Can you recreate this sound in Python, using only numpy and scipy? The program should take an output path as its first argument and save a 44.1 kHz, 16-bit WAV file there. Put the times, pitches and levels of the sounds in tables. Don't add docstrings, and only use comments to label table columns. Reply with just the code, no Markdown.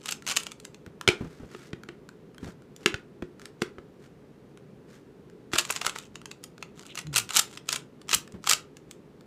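import sys
import numpy as np
from scipy import signal
from scipy.fft import rfft, irfft, next_fast_len
from scipy.io import wavfile
from scipy.ndimage import uniform_filter1d, map_coordinates

SR = 44100
rng = np.random.default_rng(int(sys.argv[2]) if len(sys.argv) > 2 else 0)


def dump(signal):
    limited = np.clip(np.atleast_2d(signal).T, -1, 1)
    pcm = np.round(limited * 32767).astype(np.int16)
    wavfile.write(sys.argv[1], SR, pcm)


N = 408366
TIME_S = np.arange(N) / SR

# start_s, level_db, brightness_db_per_octave, ringing_part
CLICKS = [(.058, -33, 1, "wall"), (.089, -28.5, 0, "hollow"), (.111, -33.5, 5.5, "wall"),
          (0.1225, -27, 1, "hollow"), (0.2661, -32, 1, "wall"), (0.2762, -28.5, -0.5, "hollow"),
          (0.2873, -28.5, 2, "wall"), (.298, -34.5, -1.5, "hollow"), (0.3134, -28.5, -0.5, "hollow"),
          (.365, -25, 2, "wall"), (0.3701, -18.5, 1.5, "hollow"), (0.4338, -40, 5, "wall"),
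          (0.467, -34, -1.5, "hollow"), (.518, -38.5, .5, "wall"), (.6, -46.5, 2.5, "wall"),
          (0.651, -38.5, 1, "wall"), (0.745, -48, -0.5, "hollow"), (2.763, -47, 3.5, "wall"),
          (3.62, -31.5, 1.5, "wall"), (5.56, -26.5, -4.5, "shell"), (5.585, -17, 0.5, "hollow"),
          (5.593, -23, -0.5, "wall"), (5.651, -34.5, 0.5, "wall"), (5.7026, -26, -7.5, "hollow"),
          (5.7074, -26, 12.5, "shell"), (5.724, -32.5, 5, "wall"), (5.762, -28, -0.5, "hollow"),
          (5.774, -40, -2, "wall"), (5.815, -27, -2.5, "shell"), (5.848, -30.5, -5.5, "shell"),
          (5.865, -22, 1.5, "shell"), (5.876, -30.5, -9, "shell"), (5.895, -31, 0.5, "hollow"),
          (5.96, -33.5, -6, "shell"), (5.986, -36, 2, "wall"), (6.156, -39, -3, "hollow"),
          (6.2568, -38.5, 0, "hollow"), (6.3136, -38.5, -0.5, "hollow"), (6.439, -37.5, 4, "wall"),
          (6.626, -35.5, -4, "hollow"), (6.794, -44, -1.5, "wall"), (6.865, -45.5, 3, "wall"),
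          (6.954, -37, 1, "wall"), (6.9753, -32.5, -0.5, "hollow"), (6.989, -32, 1, "hollow"),
          (7.069, -44.5, -2.5, "wall"), (7.16, -18.5, 1, "hollow"), (7.168, -22, 4, "hollow"),
          (7.1798, -20, 7, "wall"), (7.183, -21.5, 3, "hollow"), (7.2, -32.5, 5, "hollow"),
          (7.2912, -37, .5, "hollow"), (7.306, -30, -1, "hollow"), (7.3525, -28, 6, "wall"),
          (7.363, -22, 6, "shell"), (7.369, -14.5, 4.5, "wall"), (7.3738, -20.5, 3.5, "wall"),
          (7.393, -16, 4, "wall"), (7.3959, -20.5, 7.5, "shell"), (7.574, -37, -1.5, "hollow"),
          (7.6895, -23.5, 0.5, "hollow"), (7.7051, -37, 0, "hollow"), (7.7273, -22.5, 1.5, "wall"),
          (7.7602, -27, 0.5, "shell"), (8.0156, -49, -0.5, "wall"), (8.092, -29, -1, "wall"),
          (8.113, -27.5, 0.5, "hollow"), (8.131, -21.5, 1.5, "hollow"), (8.1399, -20.5, 0.5, "hollow"),
          (8.146, -16.5, 8.5, "wall"), (8.3218, -52, 1.5, "wall"), (8.441, -39.5, -1, "shell"),
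          (8.473, -23, -0.5, "shell"), (8.495, -15.5, 3.5, "wall"), (8.5115, -15.5, 2.5, "wall"),
          (8.523, -23.5, 2, "wall"), (8.533, -18, 1.5, "hollow"), (8.769, -47, 0.5, "wall"),
          (8.911, -41, 3, "wall"),]
PARTS = {"shell": (1270, 6.1, 0.014), "hollow": (2760, 6, 0.015), "wall": (7100, -3, .008)}
# start_s, end_s, level_db (relative)
SLIDES = [(-.03, .052, -49), (.057, .139, -41), (.275, .34, -32.5), (.345, .44, -46.5), (5.515, 5.625, -32),
          (5.617, 5.911, -47), (5.92, 6.081, -53), (6.74, 6.95, -54), (6.96, 7.03, -46.5),
          (7.125, 7.215, -32.5), (7.31, 7.41, -35.5), (7.456, 7.6, -52), (7.69, 7.78, -39),
          (8.089, 8.16, -39.5), (8.465, 8.551, -36)]
# start_s, clack_db, table_db, shell_ring_hz, hand_thud_db (levels relative)
KNOCKS = [(1.0766, -11.5, -26, 3320, -34), (1.087, -14.5, -21, 2260, -29), (1.548, -41, -39.5, 1290, -58),
          (1.731, -36.5, -38.5, 1530, -40), (1.8876, -36, -39.5, 2795, -51),
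          (2.8598, -12.5, -21, 2880, -40), (2.942, -26.5, -39, 1416, -39),
          (3.2229, -41.5, -35.5, 1650, -37.5), (3.619, -25.5, -26, 1466, -34),
          (3.7834, -45, -43.5, 1323, -53), (5.534, -21.5, -30.5, 2287, -41)]
# pitch_hz, level_db (relative), t60_s
TABLE_MODES = [(238, -7.5, .05), (353.7, 2, 0.089), (403, 1, .07)]
# start_s, level_db
TAPS = [(.223, -42), (.863, -48.5), (1.012, -34), (1.835, -45), (2.09, -46.5), (2.346, -55),
        (2.3812, -46.5), (2.445, -48), (2.621, -59), (3.3963, -48), (3.417, -48), (3.456, -38),
        (4.574, -51), (5.299, -58.5), (6.216, -49.5), (6.58, -48.5), (8.2762, -46), (9.209, -53.5)]
# start_s, end_s, level_db (relative)
RUBS = [(1.01, 1.56, -61.5), (1.47, 1.73, -55.5), (2.4, 2.54, -53.5), (2.78, 2.87, -58), (3.38, 3.5, -58),
        (3.99, 4.09, -60), (4.87, 5.02, -59)]
# start_s, end_s, level_db
SQUEAK = (6.885, 6.935, -48)
# start_s, level_db (relative)
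BUMPS = [(.864, -45.5), (1.207, -33), (1.245, -39), (1.397, -44), (1.43, -43), (2.428, -37), (2.466, -37.5),
         (8.15, -44.5), (8.339, -40)]
# frequency_hz, level_db (relative)
PIECE_COLOUR = [(100, -24), (700, -14.5), (1300, -5), (1800, -9), (3000, -5.5), (5300, -9.5), (7500, -7),
                (9000, -15.5), (15000, -27.5)]
# frequency_hz, level_db (relative)
CUBE_COLOUR = [(150, -17.5), (600, -7.5), (900, -11), (1400, 0.5), (3000, -1), (4000, -5.5), (7600, -11.5),
               (15000, -34)]
# frequency_hz, level_db (relative)
SKIN_COLOUR = [(300, -26.5), (1400, 3.5), (2500, -4.5), (7000, -9), (15000, -25)]
# frequency_hz, level_db (relative)
HAND_COLOUR = [(20, -24.5), (60, -4), (170, 2), (420, -10.5), (750, -21.5), (1300, -24.5), (12000, -56.5)]
# frequency_hz, level_db (relative)
AIR_COLOUR = [(25, -35), (59, -11.5), (96, -14), (140, -3.5), (349, -8), (410, -5.5), (666, -21.5),
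              (1570, -29), (15500, -53)]
# centre_hz, level_db
HUM = [(141, -68), (416, -64)]
# frequency_hz, t60_s
ROOM_DECAY = [(200, 0.38), (3000, 0.21), (15000, 0.15)]

GRAZE_S, GRAZE_DB = .004, -11
REBOUND_S, REBOUND_DB = .0033, -8
RUN_GAP_S = .07
SOFTER_DB_PER_DB, HARD_DB = 0.2, -18.5
TICKS_PER_S, TICK_DB, TICK_SCATTER_DB = 150, -2, 5.5
PITCH_SCATTER, UNEVEN_DB = .08, 3.8
TABLE_SCATTER = 0.017
FACE_HZ, FACE_DB, FACE_T60_S = 1450, 4.5, 0.021
SQUEAK_HZ, SQUEAK_WIDTH_HZ = 3106, 2000
GROAN_S, GROAN_LENGTH_S, GROAN_RAMP_S = 7.035, 0.25, 0.05
GROAN_HZ, GROAN_SAG_HZ_PER_S = 162, 260
GROAN_DB, GROAN_FADE_DB_PER_S = -34, 65
ROOM_DB, AIR_DB = -13.0, -51.5
TOP_HZ = 15600


def clicks():
    out, previous_s = np.zeros(N), -np.inf
    for start_s, level_db, bright, part in CLICKS:
        loose_db = level_db + looseness_db(level_db)
        timing = np.exp(rng.uniform(-.5, .5, 2))
        graze_s, rebound_s = np.array([GRAZE_S, REBOUND_S]) * timing
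        contacts = [(start_s, level_db), (start_s + rebound_s, loose_db + REBOUND_DB)]
        if start_s - previous_s < RUN_GAP_S:
            contacts.append((start_s - graze_s, loose_db + GRAZE_DB))
        for contact_s, contact_db in contacts:
            contact = impact(PIECE_COLOUR, bright, t60_s=.009, uneven_db=UNEVEN_DB)
            add(out, contact_s, amp(contact_db) * contact)
        add(out, start_s, amp(level_db) * ring(*PARTS[part]))
        previous_s = start_s
    return out


def looseness_db(level_db):
    return min(SOFTER_DB_PER_DB * (level_db - HARD_DB), 0)


def ring(pitch_hz, level_db, t60_s):
    t = np.arange(SR // 25) / SR
    scattered_hz = pitch_hz * np.exp(PITCH_SCATTER * rng.uniform(-1, 1))
    onset = 1 - np.exp(-t / 0.00047)
    return amp(level_db - 60 * t / t60_s) * np.sin(2 * np.pi * scattered_hz * t) * onset


def ticks(count=2200):
    out, effort = np.zeros(N), strokes(SLIDES)
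    keep_chance = TICKS_PER_S * N / SR / count
    draws = np.c_[rng.random((count, 2)), rng.standard_normal((count, 2))]
    for place, chance, size, bright in draws:
        if chance < keep_chance:
            tick = impact(PIECE_COLOUR, 3 * bright - 1, t60_s=0.007, uneven_db=6.5, size=512)
            tick_db = TICK_DB + TICK_SCATTER_DB * min(size, 1)
            add(out, place * N / SR, effort[int(place * N)] * amp(tick_db) * tick)
    return out


def slides():
    t = np.arange(-SR // 20, SR // 20) / SR
    swell = np.where(t < 0, np.exp(t / 0.01), np.exp(-t / 0.007))
    seating = np.zeros(N)
    for start_s, level_db, *_ in CLICKS:
        before_gain = np.where(t < 0, amp(looseness_db(level_db)), 1)
        add(seating, start_s + t[0], amp(level_db - 15.0) * swell * before_gain)
    scrape = coloured(slips(rate_per_s=380, spread_db=24.5, life_s=0.0005, bed_db=-16.5), PIECE_COLOUR)
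    return (amp(-5) * strokes(SLIDES) + seating) * scrape


def knocks(count=4):
    out, t = np.zeros(N), np.arange(SR // 4) / SR
    for start_s, clack_db, table_db, ring_hz, _ in KNOCKS:
        clack = impact(CUBE_COLOUR, 0.17 * (clack_db + 10.0), t60_s=.015, uneven_db=1)
        add(out, start_s, amp(clack_db - 2) * clack)
        pitches_hz = ring_hz * np.exp(PITCH_SCATTER * rng.uniform(-1, 1, (count, 1)))
        shell = np.sin(2 * np.pi * pitches_hz * t).mean(0) * (1 - np.exp(-t / .0004))
        add(out, start_s, amp(clack_db + 4.5 - 60 * t / 0.028) * shell)
        buzz = coloured(rng.standard_normal(len(t)), CUBE_COLOUR)
        buzz = buzz + .5 * wavering(ring_hz, 600, len(t))
        spurts = unit(buzz * amp(5.5 * wobble(140, len(t))))
        add(out, start_s, amp(clack_db - 21.5 - 60 * t / 0.18) * spurts)
        wood = np.zeros(len(t))
        for mode_hz, mode_db, t60_s in TABLE_MODES:
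            decay = amp(mode_db + rng.normal(0, 1) - 60 * t / t60_s)
            shifted_hz = mode_hz * np.exp(TABLE_SCATTER * rng.standard_normal())
            wood += decay * np.sin(2 * np.pi * shifted_hz * t)
        add(out, start_s, amp(table_db + 4.5) * wood * (1 - np.exp(-t / 0.0028)))
    return out


def taps():
    out = np.zeros(N)
    for start_s, level_db in TAPS:
        tick = impact(SKIN_COLOUR, 0, t60_s=0.0051, uneven_db=UNEVEN_DB)
        add(out, start_s, amp(level_db) * tick)
        add(out, start_s, amp(level_db) * ring(FACE_HZ, FACE_DB, FACE_T60_S))
    return out


def squeak():
    return strokes([SQUEAK]) * wavering(SQUEAK_HZ, SQUEAK_WIDTH_HZ)


def groan():
    t = np.clip(TIME_S - GROAN_S, 0, GROAN_LENGTH_S)
    pitch_hz = (GROAN_HZ - GROAN_SAG_HZ_PER_S * t) * (1 + 0.024 * wobble(90))
    phase = 2 * np.pi * np.cumsum(pitch_hz) / SR
    wave = np.sin(phase) + amp(-13.5) * (np.sin(2 * phase) + np.sin(phase / 2))
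    gate = np.minimum(np.minimum(t, GROAN_LENGTH_S - t) / GROAN_RAMP_S, 1)
    level_db = GROAN_DB - GROAN_FADE_DB_PER_S * t + 1.9 * wobble(60)
    return gate * amp(level_db) * unit(wave)


def rubs():
    catches = slips(rate_per_s=300, spread_db=14, life_s=.0018, bed_db=-5)
    return strokes(RUBS) * coloured(catches, SKIN_COLOUR)


def bumps():
    out, t = np.zeros(N), np.arange(SR // 4) / SR
    fade = amp(-60 * t / .15) * (1 - np.exp(-t / .002))
    for start_s, level_db in BUMPS:
        thud = coloured(rng.standard_normal(len(t)), HAND_COLOUR)
        add(out, start_s, amp(level_db + 6.0) * fade * thud)
    for start_s, *_, thud_db in KNOCKS:
        push = impact(HAND_COLOUR, 0, t60_s=0.022, uneven_db=3)
        add(out, start_s, amp(thud_db + 10.0) * push)
    return out


def room(x, wet_db, answers=8):
    out = np.zeros(N)
    for k in range(answers):
        hz, t, bins = signal.stft(rng.standard_normal(SR // 2), SR, nperseg=256)
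        decay = amp(-60 * t / along(ROOM_DECAY, hz)[:, None]) * (1 - np.exp(-t / 0.0051))
        tail = signal.istft(bins * decay, SR, nperseg=256)[1]
        here = (TIME_S * answers).astype(int) % answers == k
        out += signal.oaconvolve(x * here, tail / np.linalg.norm(tail))[:N]
    return amp(wet_db) * out


def air():
    hum = sum(amp(level_db) * wavering(centre_hz, 25) for centre_hz, level_db in HUM)
    return amp(AIR_DB) * coloured(rng.standard_normal(N), AIR_COLOUR) + hum


def impact(colour, bright, t60_s, uneven_db, size=2048, count=48):
    t, hz = np.arange(size) / SR, np.fft.rfftfreq(size, 1 / SR)
    chatter_db = 2.9 * rng.standard_normal(size) - 60 * t / t60_s
    force = rfft(rng.standard_normal(size) * amp(chatter_db) * (1 - np.exp(-t / 0.00024)))
    flatten_db = -10 * np.log10(np.abs(uniform_filter1d(np.abs(force) ** 2, size=40)) + 1e-9)
    knots = np.linspace(np.log(300), np.log(16000), count)
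    walls = np.interp(np.log(hz + 1), knots, rng.standard_normal(count))
    tilt_db = bright * np.log2(np.clip(hz, 1000, 11000) / 4000)
    gain_db = along(colour, hz) + flatten_db + uneven_db * walls + tilt_db
    cepstrum = irfft(np.log(amp(gain_db)))
    cepstrum[1:size // 2] *= 2
    cepstrum[size // 2 + 1:] = 0
    return unit(irfft(force * np.exp(rfft(cepstrum)))) * np.sqrt(.005 * SR / size)


def slips(rate_per_s, spread_db, life_s, bed_db):
    energy = (rng.random(N) < rate_per_s / SR) * amp(-spread_db * rng.random(N)) ** 2
    energy = signal.lfilter([1], [1, -np.exp(-1 / (life_s * SR))], energy)
    return rng.standard_normal(N) * (unit(np.sqrt(np.abs(energy))) + amp(bed_db))


def strokes(rows):
    out = np.zeros(N)
    for start_s, end_s, level_db in rows:
        progress = np.clip((TIME_S - start_s) / max(end_s - start_s, .01), 0, 1)
        out += amp(level_db) * np.abs(np.sin(np.pi * progress)) ** 0.86
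    return out


def wavering(centre_hz, width_hz, size=N):
    phase = 2 * np.pi * centre_hz * TIME_S[:size]
    return wobble(width_hz, size) * np.sin(phase) + wobble(width_hz, size) * np.cos(phase)


def wobble(knots_per_s, size=N):
    knots = rng.standard_normal(int(size * knots_per_s / SR) + 4)
    return map_coordinates(knots, [TIME_S[:size] * knots_per_s])


def coloured(x, points):
    size = next_fast_len(len(x))
    gain = amp(along(points, np.fft.rfftfreq(size, 1 / SR)))
    return unit(irfft(rfft(x, size) * gain, size)[:len(x)])


def along(points, hz):
    point_hz, values = np.transpose(points)
    return np.interp(np.log(hz + 1), np.log(point_hz), values)


def amp(db):
    return 10 ** (np.asarray(db) / 20)


def unit(x):
    return x / np.sqrt(np.mean(x ** 2) + 1e-20)


def add(track, start_s, sound):
    start = max(round(start_s * SR), 0)
    track[start:start + len(sound)] += sound[:N - start]


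def scene():
    cube = clicks() + ticks() + slides() + knocks() + taps() + squeak() + rubs()
    return (cube + room(cube, ROOM_DB) + bumps() + groan() + air())[None]


def record(dry):
    held = dry / (1 + (dry / .78) ** 4) ** .25
    size = next_fast_len(N + SR // 4)
    edge = np.clip((TOP_HZ - np.fft.rfftfreq(size, 1 / SR)) / 500 + .5, 0, 1) ** 2
    return irfft(rfft(held, size) * edge, size)[:, :N]


dry = scene()
out = record(dry)
dump(out)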